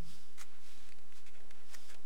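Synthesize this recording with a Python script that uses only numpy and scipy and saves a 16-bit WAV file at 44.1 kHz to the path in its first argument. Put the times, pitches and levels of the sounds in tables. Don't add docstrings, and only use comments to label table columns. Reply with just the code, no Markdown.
import sys
import numpy as np
from scipy import signal
from scipy.fft import rfft, irfft
from scipy.io import wavfile

SR = 44100
rng = np.random.default_rng(int(sys.argv[2]) if len(sys.argv) > 2 else 0)


def digitize_waveform(pressure):
    field = np.atleast_2d(pressure).T
    bounded = np.clip(field, -1, 1)
    quanta = np.round(bounded * 32767).astype(np.int16)
    wavfile.write(sys.argv[1], SR, quanta)


N = 90625
TIME = np.arange(N) / SR

TREBLE_HZ = 3060

# f/Hz, density/dB
AIR_COLOUR = [(20, 6.5), (36, 16), (55, 0), (85, 9), (115, -4.5), (145, -5.5), (190, 2), (310, 3.5),
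              (420, -1), (530, 0.5), (700, -3), (1500, -5), (3000, -8), (10000, -15), (15500, -19.5)]
AIR_DB = -65
# f/Hz, density/dB
SIDE_HISS_COLOUR = [(45, 40.5), (120, 16), (400, 4), (2000, -9), (7000, -11), (11000, 6), (15000, 1)]
SIDE_HISS_DB = -78.5
CHANNEL_OFFSET = [
    [-0.033],
    [-0.039],
]
CUTOFF_HZ = 15800

# delay/s, level relative to the direct sound/dB
NEAR_ECHOES = [(.0013, -40), (.0028, -26), (.0046, -21), (.0071, -14)]
ROOM_T60_S, ROOM_TAIL_DB = 0.31, -27

# t/s, rise/s, hold/s, fall/s, level before wavering/dB, centre f/Hz
TABLE_NUDGES = [(0.008, 0.029, 0.073, 0.14, -59.5, 167.5), (0.08, 0.045, 0.015, 0.127, -63, 104.7)]
NUDGE_WAVER, NUDGE_WAVER_HZ, NUDGE_ROUGH_DB = 0.087, 30.5, 2.5

# t/s, rise/s, hold/s, fall/s, level/dB
HAND_SHIFTS = [(1.364, 0.085, 0.054, 0.45, -69.5), (1.735, 0.04, 0.038, 0.079, -71),
               (1.94, 0.076, 0.02, 0.098, -68)]
# f/Hz, level/dB
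HAND_SHIFT_COLOUR = [(60, -24), (300, 1), (560, 6.5), (900, -1), (2000, -27), (8000, -62)]

# t/s, rise/s, hold/s, fall/s, level/dB, treble/dB
YARN_BRUSHES = [(0.434, 0.039, 0.13, 0.078, -68.5, -17), (0.662, 0.11, 0.052, 0.25, -62, 14),
                (0.777, 0.076, 0.11, 0.084, -66, 3.5), (1.167, 0.06, 0.013, 0.066, -61.5, 16),
                (1.546, 0.013, 0.063, 0.1, -68.5, -14), (1.698, 0.08, 0.072, 0.038, -66, 0)]
# f/Hz, level/dB
YARN_COLOUR = [(200, -11.5), (450, -6), (900, 1), (1450, 4), (1800, 2), (2450, 2), (2950, -1), (3500, 1.5),
               (7500, -6), (11000, -13), (15500, -19.5)]
# t/s, rise/s, hold/s, fall/s, level/dB, treble/dB
LABEL_SCUFFS = [(1.2635, 0.002, 0.022, 0.023, -60, 0.5), (1.343, .02, 0.018, 0.14, -66.5, -5),
                (1.898, .03, 0.032, 0.023, -65.5, -9)]
# f/Hz, level/dB
LABEL_COLOUR = [(300, -15), (1000, -16.5), (1400, 4), (1750, 2), (2100, 3.5), (2600, 5.5), (2950, -10),
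                (3350, 4), (3900, -7.5), (7000, -6), (11000, -16.5), (15500, -22)]
RUB_GRAINS_PER_S, RUB_SPREAD_DB = 7000, 0

# t/s, level before ring and contact/dB, decay per 20 dB/s, treble/dB, resonance f/Hz,
# bass edge f/Hz, first contact against half the scuff energy before its own gain/dB
NEEDLE_TICKS = [(0.8899, -53, 0.0049, 6, 5600, 600, -4), (0.9223, -47, 0.0038, -13, 4500, 1340, 1),
                (0.9871, -59.5, 0.0044, -1, 945, 500, 5), (1.124, -56, 0.004, -11, 2620, 1780, 6),
                (1.405, -56.5, 0.0038, -12, 2200, 800, -3), (1.507, -54.5, 0.0082, 1, 3600, 1000, -17),
                (1.509, -49, 0.0054, -2, 2420, 550, -8), (1.9448, -54.5, 0.0063, 11, 3300, 600, 3),
                (1.9473, -50, 0.0087, -14, 850, 200, -4.5)]
# f/Hz, level/dB
NEEDLE_COLOUR = [(150, -5), (500, -1), (1000, -8.5), (1500, 1), (2500, 1), (3050, -4.5), (3900, -4),
                 (4700, -3.5), (5500, -7.5), (9000, -8), (15500, -24)]
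TICK_SCUFF_DB = -1
TICK_RING_HZ_WIDE, TICK_RING_DB = 466, 5.5

# t/s, level before ring/dB, decay per 20 dB/s, resonance f/Hz
THREAD_SNAGS = [(0.3985, -51, 0.0033, 1530), (0.4135, -45, 0.0048, 1360), (1.7433, -48.5, 0.0034, 1870),
                (1.748, -41.5, 0.0033, 1870)]
# f/Hz, level/dB
THREAD_SNAG_COLOUR = [(300, -18), (600, -4), (1100, 1.5), (1800, -2), (3000, -14.5), (4300, -4), (5300, 5),
                      (6800, 2.5), (8500, -14), (13000, -3.5), (15500, -12)]
SNAG_RELEASE_DB = -4.5
SNAG_RING_HZ_WIDE, SNAG_RING_DB = 129, 12.5

# t/s, rise/s, hold/s, fall/s, level/dB, label resonance f/Hz, treble/dB
THREAD_RASPS = [(0.3778, 0.0014, 0.0065, 0.014, -57, 2080, 4),
                (0.3967, 0.014, 0.0066, 0.033, -51.5, 1960, 10),
                (0.41, .006, 0.0093, 0.029, -50.5, 2080, 4.5),
                (1.743, 0.033, 0.0057, 0.013, -53.5, 1880, 4), (1.898, 0.02, 0.0081, 0.049, -56, 1640, 2.5)]
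# f/Hz, level/dB
THREAD_RASP_COLOUR = [(200, -33.5), (550, 1), (720, -10), (880, 2.5), (1030, -4), (1350, 5), (1750, -5),
                      (2400, -1), (2850, -6), (3350, -3.5), (4200, -5), (5300, -8.5), (7200, -2.5),
                      (9500, -9), (13000, -17.5), (15500, -17)]
RASP_RING_HZ_WIDE, RASP_RING_DB = 146, 10
RASP_GRAINS_PER_S, RASP_SPREAD_DB = 7100, -1.5
RASP_CATCHES_PER_S, RASP_CATCH_DB = 164, 2

# t/s, rise/s, hold/s, fall/s, level/dB, resonance f/Hz
THREAD_SLIDES = [(0.098, 0.11, 0.025, 0.26, -59, 4940), (1.713, 0.095, 0.19, 0.072, -63.5, 5030)]
# f/Hz, level/dB
THREAD_SLIDE_COLOUR = [(500, -27), (1100, -0.5), (1900, -2.5), (2800, 0.5), (3500, 4), (4200, -3.5),
                       (6300, -3), (8500, -1.5), (11000, -7), (15500, -12.5)]
SLIDE_RING_HZ_WIDE, SLIDE_RING_DB = 640, 10.5
SLIDE_GRAINS_PER_S, SLIDE_SPREAD_DB = 22000, 0


def from_db(db):
    return 10 ** (np.asarray(db) / 20)


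def rms_one(x):
    return x / np.sqrt(np.mean(x ** 2) + 1e-20)


def at_hz(points):
    hz, db = np.transpose(points)
    bins_hz = np.arange(N + 1) * SR / (2 * N)
    return np.interp(np.log(bins_hz + 1), np.log(hz), db)


def response(points):
    cepstrum = irfft(np.log(from_db(at_hz(points))))
    cepstrum[1:N] *= 2
    cepstrum[N + 1:] = 0
    h = irfft(np.exp(rfft(cepstrum)))[:SR // 10]
    return h / np.sqrt(np.sum(h ** 2))


def through(x, h):
    return signal.fftconvolve(x, h)[:N]


def resonance(x, hz, width_hz):
    r = np.exp(-np.pi * width_hz / SR)
    zeros = np.array([1, 0, -1]) * (1 - r * r) / 2
    poles = [1, -2 * r * np.cos(2 * np.pi * hz / SR), r * r]
    return signal.lfilter(zeros, poles, x)


def add_ring(x, hz, width_hz, ring_db):
    return x + (from_db(ring_db) - 1) * resonance(x, hz, width_hz)


def shelf(x, treble_db):
    low = signal.lfilter(*signal.butter(1, TREBLE_HZ, fs=SR), x + 1e-18)
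    high = x - low
    tilted = low * from_db(-treble_db / 2) + high * from_db(treble_db / 2)
    return rms_one(tilted) * np.sqrt(np.mean(x ** 2))


def stroke(s, rise, hold, fall):
    before = np.maximum(s - TIME, 0)
    after = np.maximum(TIME - s - hold, 0)
    return from_db(-20 * (before / rise + after / fall))


def fade_after(start, s, decay):
    return from_db(-20 * np.abs(TIME - s) / decay) * (np.arange(N) > start)


def waver(hz):
    noise = rng.standard_normal(2 * N)
    lowpass = signal.butter(2, hz, fs=SR, output="sos")
    return rms_one(signal.sosfilt(lowpass, noise)[N:])


def slips(per_s, spread_db):
    strengths = from_db(spread_db * np.minimum(rng.exponential(1, N), 4))
    signs = rng.choice([-1, 1], N)
    return rms_one(strengths * signs * (rng.random(N) < per_s / SR))


def room_air():
    return from_db(AIR_DB) * through(rng.standard_normal(N), response(AIR_COLOUR))


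def room(x):
    near = sum(from_db(db) * np.pad(x, (int(delay * SR), 0))[:N] for delay, db in NEAR_ECHOES)
    tail = rng.standard_normal(N) * from_db(-60 * TIME / ROOM_T60_S)
    tail = tail / np.sqrt(np.sum(tail ** 2))
    return near + from_db(ROOM_TAIL_DB) * through(x, tail)


def table_thrum():
    out = 0
    for s, rise, hold, fall, db, hz in TABLE_NUDGES:
        pitch_hz = hz * (1 + NUDGE_WAVER * waver(NUDGE_WAVER_HZ))
        hum = np.sqrt(2) * np.sin(2 * np.pi * np.cumsum(pitch_hz) / SR)
        level = from_db(db + NUDGE_ROUGH_DB * waver(NUDGE_WAVER_HZ))
        out = out + level * stroke(s, rise, hold, fall) * hum
    return out


def hand_shifts():
    push = sum(from_db(db) * stroke(s, rise, hold, fall) for s, rise, hold, fall, db in HAND_SHIFTS)
    return push * through(rng.standard_normal(N), response(HAND_SHIFT_COLOUR))


def finger_rubs(strokes, colour):
    out, body = 0, response(colour)
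    for s, rise, hold, fall, db, treble_db in strokes:
        grains = slips(RUB_GRAINS_PER_S, RUB_SPREAD_DB)
        rustle = shelf(through(grains, body), treble_db)
        out = out + from_db(db) * stroke(s, rise, hold, fall) * rustle
    return out


def needle_ticks():
    out, body = 0, response(NEEDLE_COLOUR)
    for s, db, decay, treble_db, hz, low_hz, contact_db in NEEDLE_TICKS:
        start = int(s * SR)
        fade = fade_after(start, s, decay)
        burst = from_db(TICK_SCUFF_DB) * fade * rng.choice([-1, 1], N)
        burst[start] = from_db(contact_db) * np.sqrt(np.sum(fade ** 2) / 2)
        tick = shelf(through(burst, body), treble_db)
        bass_cut = signal.butter(2, low_hz, "high", fs=SR, output="sos")
        tick = signal.sosfilt(bass_cut, tick)
        out = out + from_db(db) * add_ring(tick, hz, TICK_RING_HZ_WIDE, TICK_RING_DB)
    return out


def thread_snaps():
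    out, body = 0, response(THREAD_SNAG_COLOUR)
    release = from_db(SNAG_RELEASE_DB)
    for s, db, decay, hz in THREAD_SNAGS:
        start = int(s * SR)
        fade = fade_after(start, s, decay)
        burst = fade * rng.choice([-1, 1], N)
        burst[start] = release * np.sqrt(np.sum(fade ** 2))
        burst = burst / np.sqrt(1 + release ** 2)
        snap = through(burst, body)
        out = out + from_db(db) * add_ring(snap, hz, SNAG_RING_HZ_WIDE, SNAG_RING_DB)
    return out


def thread_rasps():
    out, body = 0, response(THREAD_RASP_COLOUR)
    for s, rise, hold, fall, db, hz, treble_db in THREAD_RASPS:
        grains = slips(RASP_GRAINS_PER_S, RASP_SPREAD_DB)
        clumps = grains * from_db(RASP_CATCH_DB * waver(RASP_CATCHES_PER_S))
        rasp = shelf(through(clumps, body), treble_db)
        rasp = add_ring(rasp, hz, RASP_RING_HZ_WIDE, RASP_RING_DB)
        out = out + from_db(db) * stroke(s, rise, hold, fall) * rms_one(rasp)
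    return out


def thread_slides():
    out, body = 0, response(THREAD_SLIDE_COLOUR)
    for s, rise, hold, fall, db, hz in THREAD_SLIDES:
        hiss = through(slips(SLIDE_GRAINS_PER_S, SLIDE_SPREAD_DB), body)
        hiss = add_ring(hiss, hz, SLIDE_RING_HZ_WIDE, SLIDE_RING_DB)
        out = out + from_db(db) * stroke(s, rise, hold, fall) * rms_one(hiss)
    return out


def scene():
    background = room_air() + table_thrum() + hand_shifts()
    rubs = finger_rubs(YARN_BRUSHES, YARN_COLOUR) + finger_rubs(LABEL_SCUFFS, LABEL_COLOUR)
    work = rubs + needle_ticks() + thread_snaps() + thread_rasps() + thread_slides()
    mono = background + work + room(work)
    return np.array([mono, mono])


def record(dry):
    side = from_db(SIDE_HISS_DB) * through(rng.standard_normal(N), response(SIDE_HISS_COLOUR))
    stereo = dry + np.array([side, -side])
    top_cut = signal.ellip(12, .1, 70, CUTOFF_HZ, fs=SR, output="sos")
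    return signal.sosfilt(top_cut, stereo) + np.array(CHANNEL_OFFSET)


dry = scene()
out = record(dry)
digitize_waveform(out)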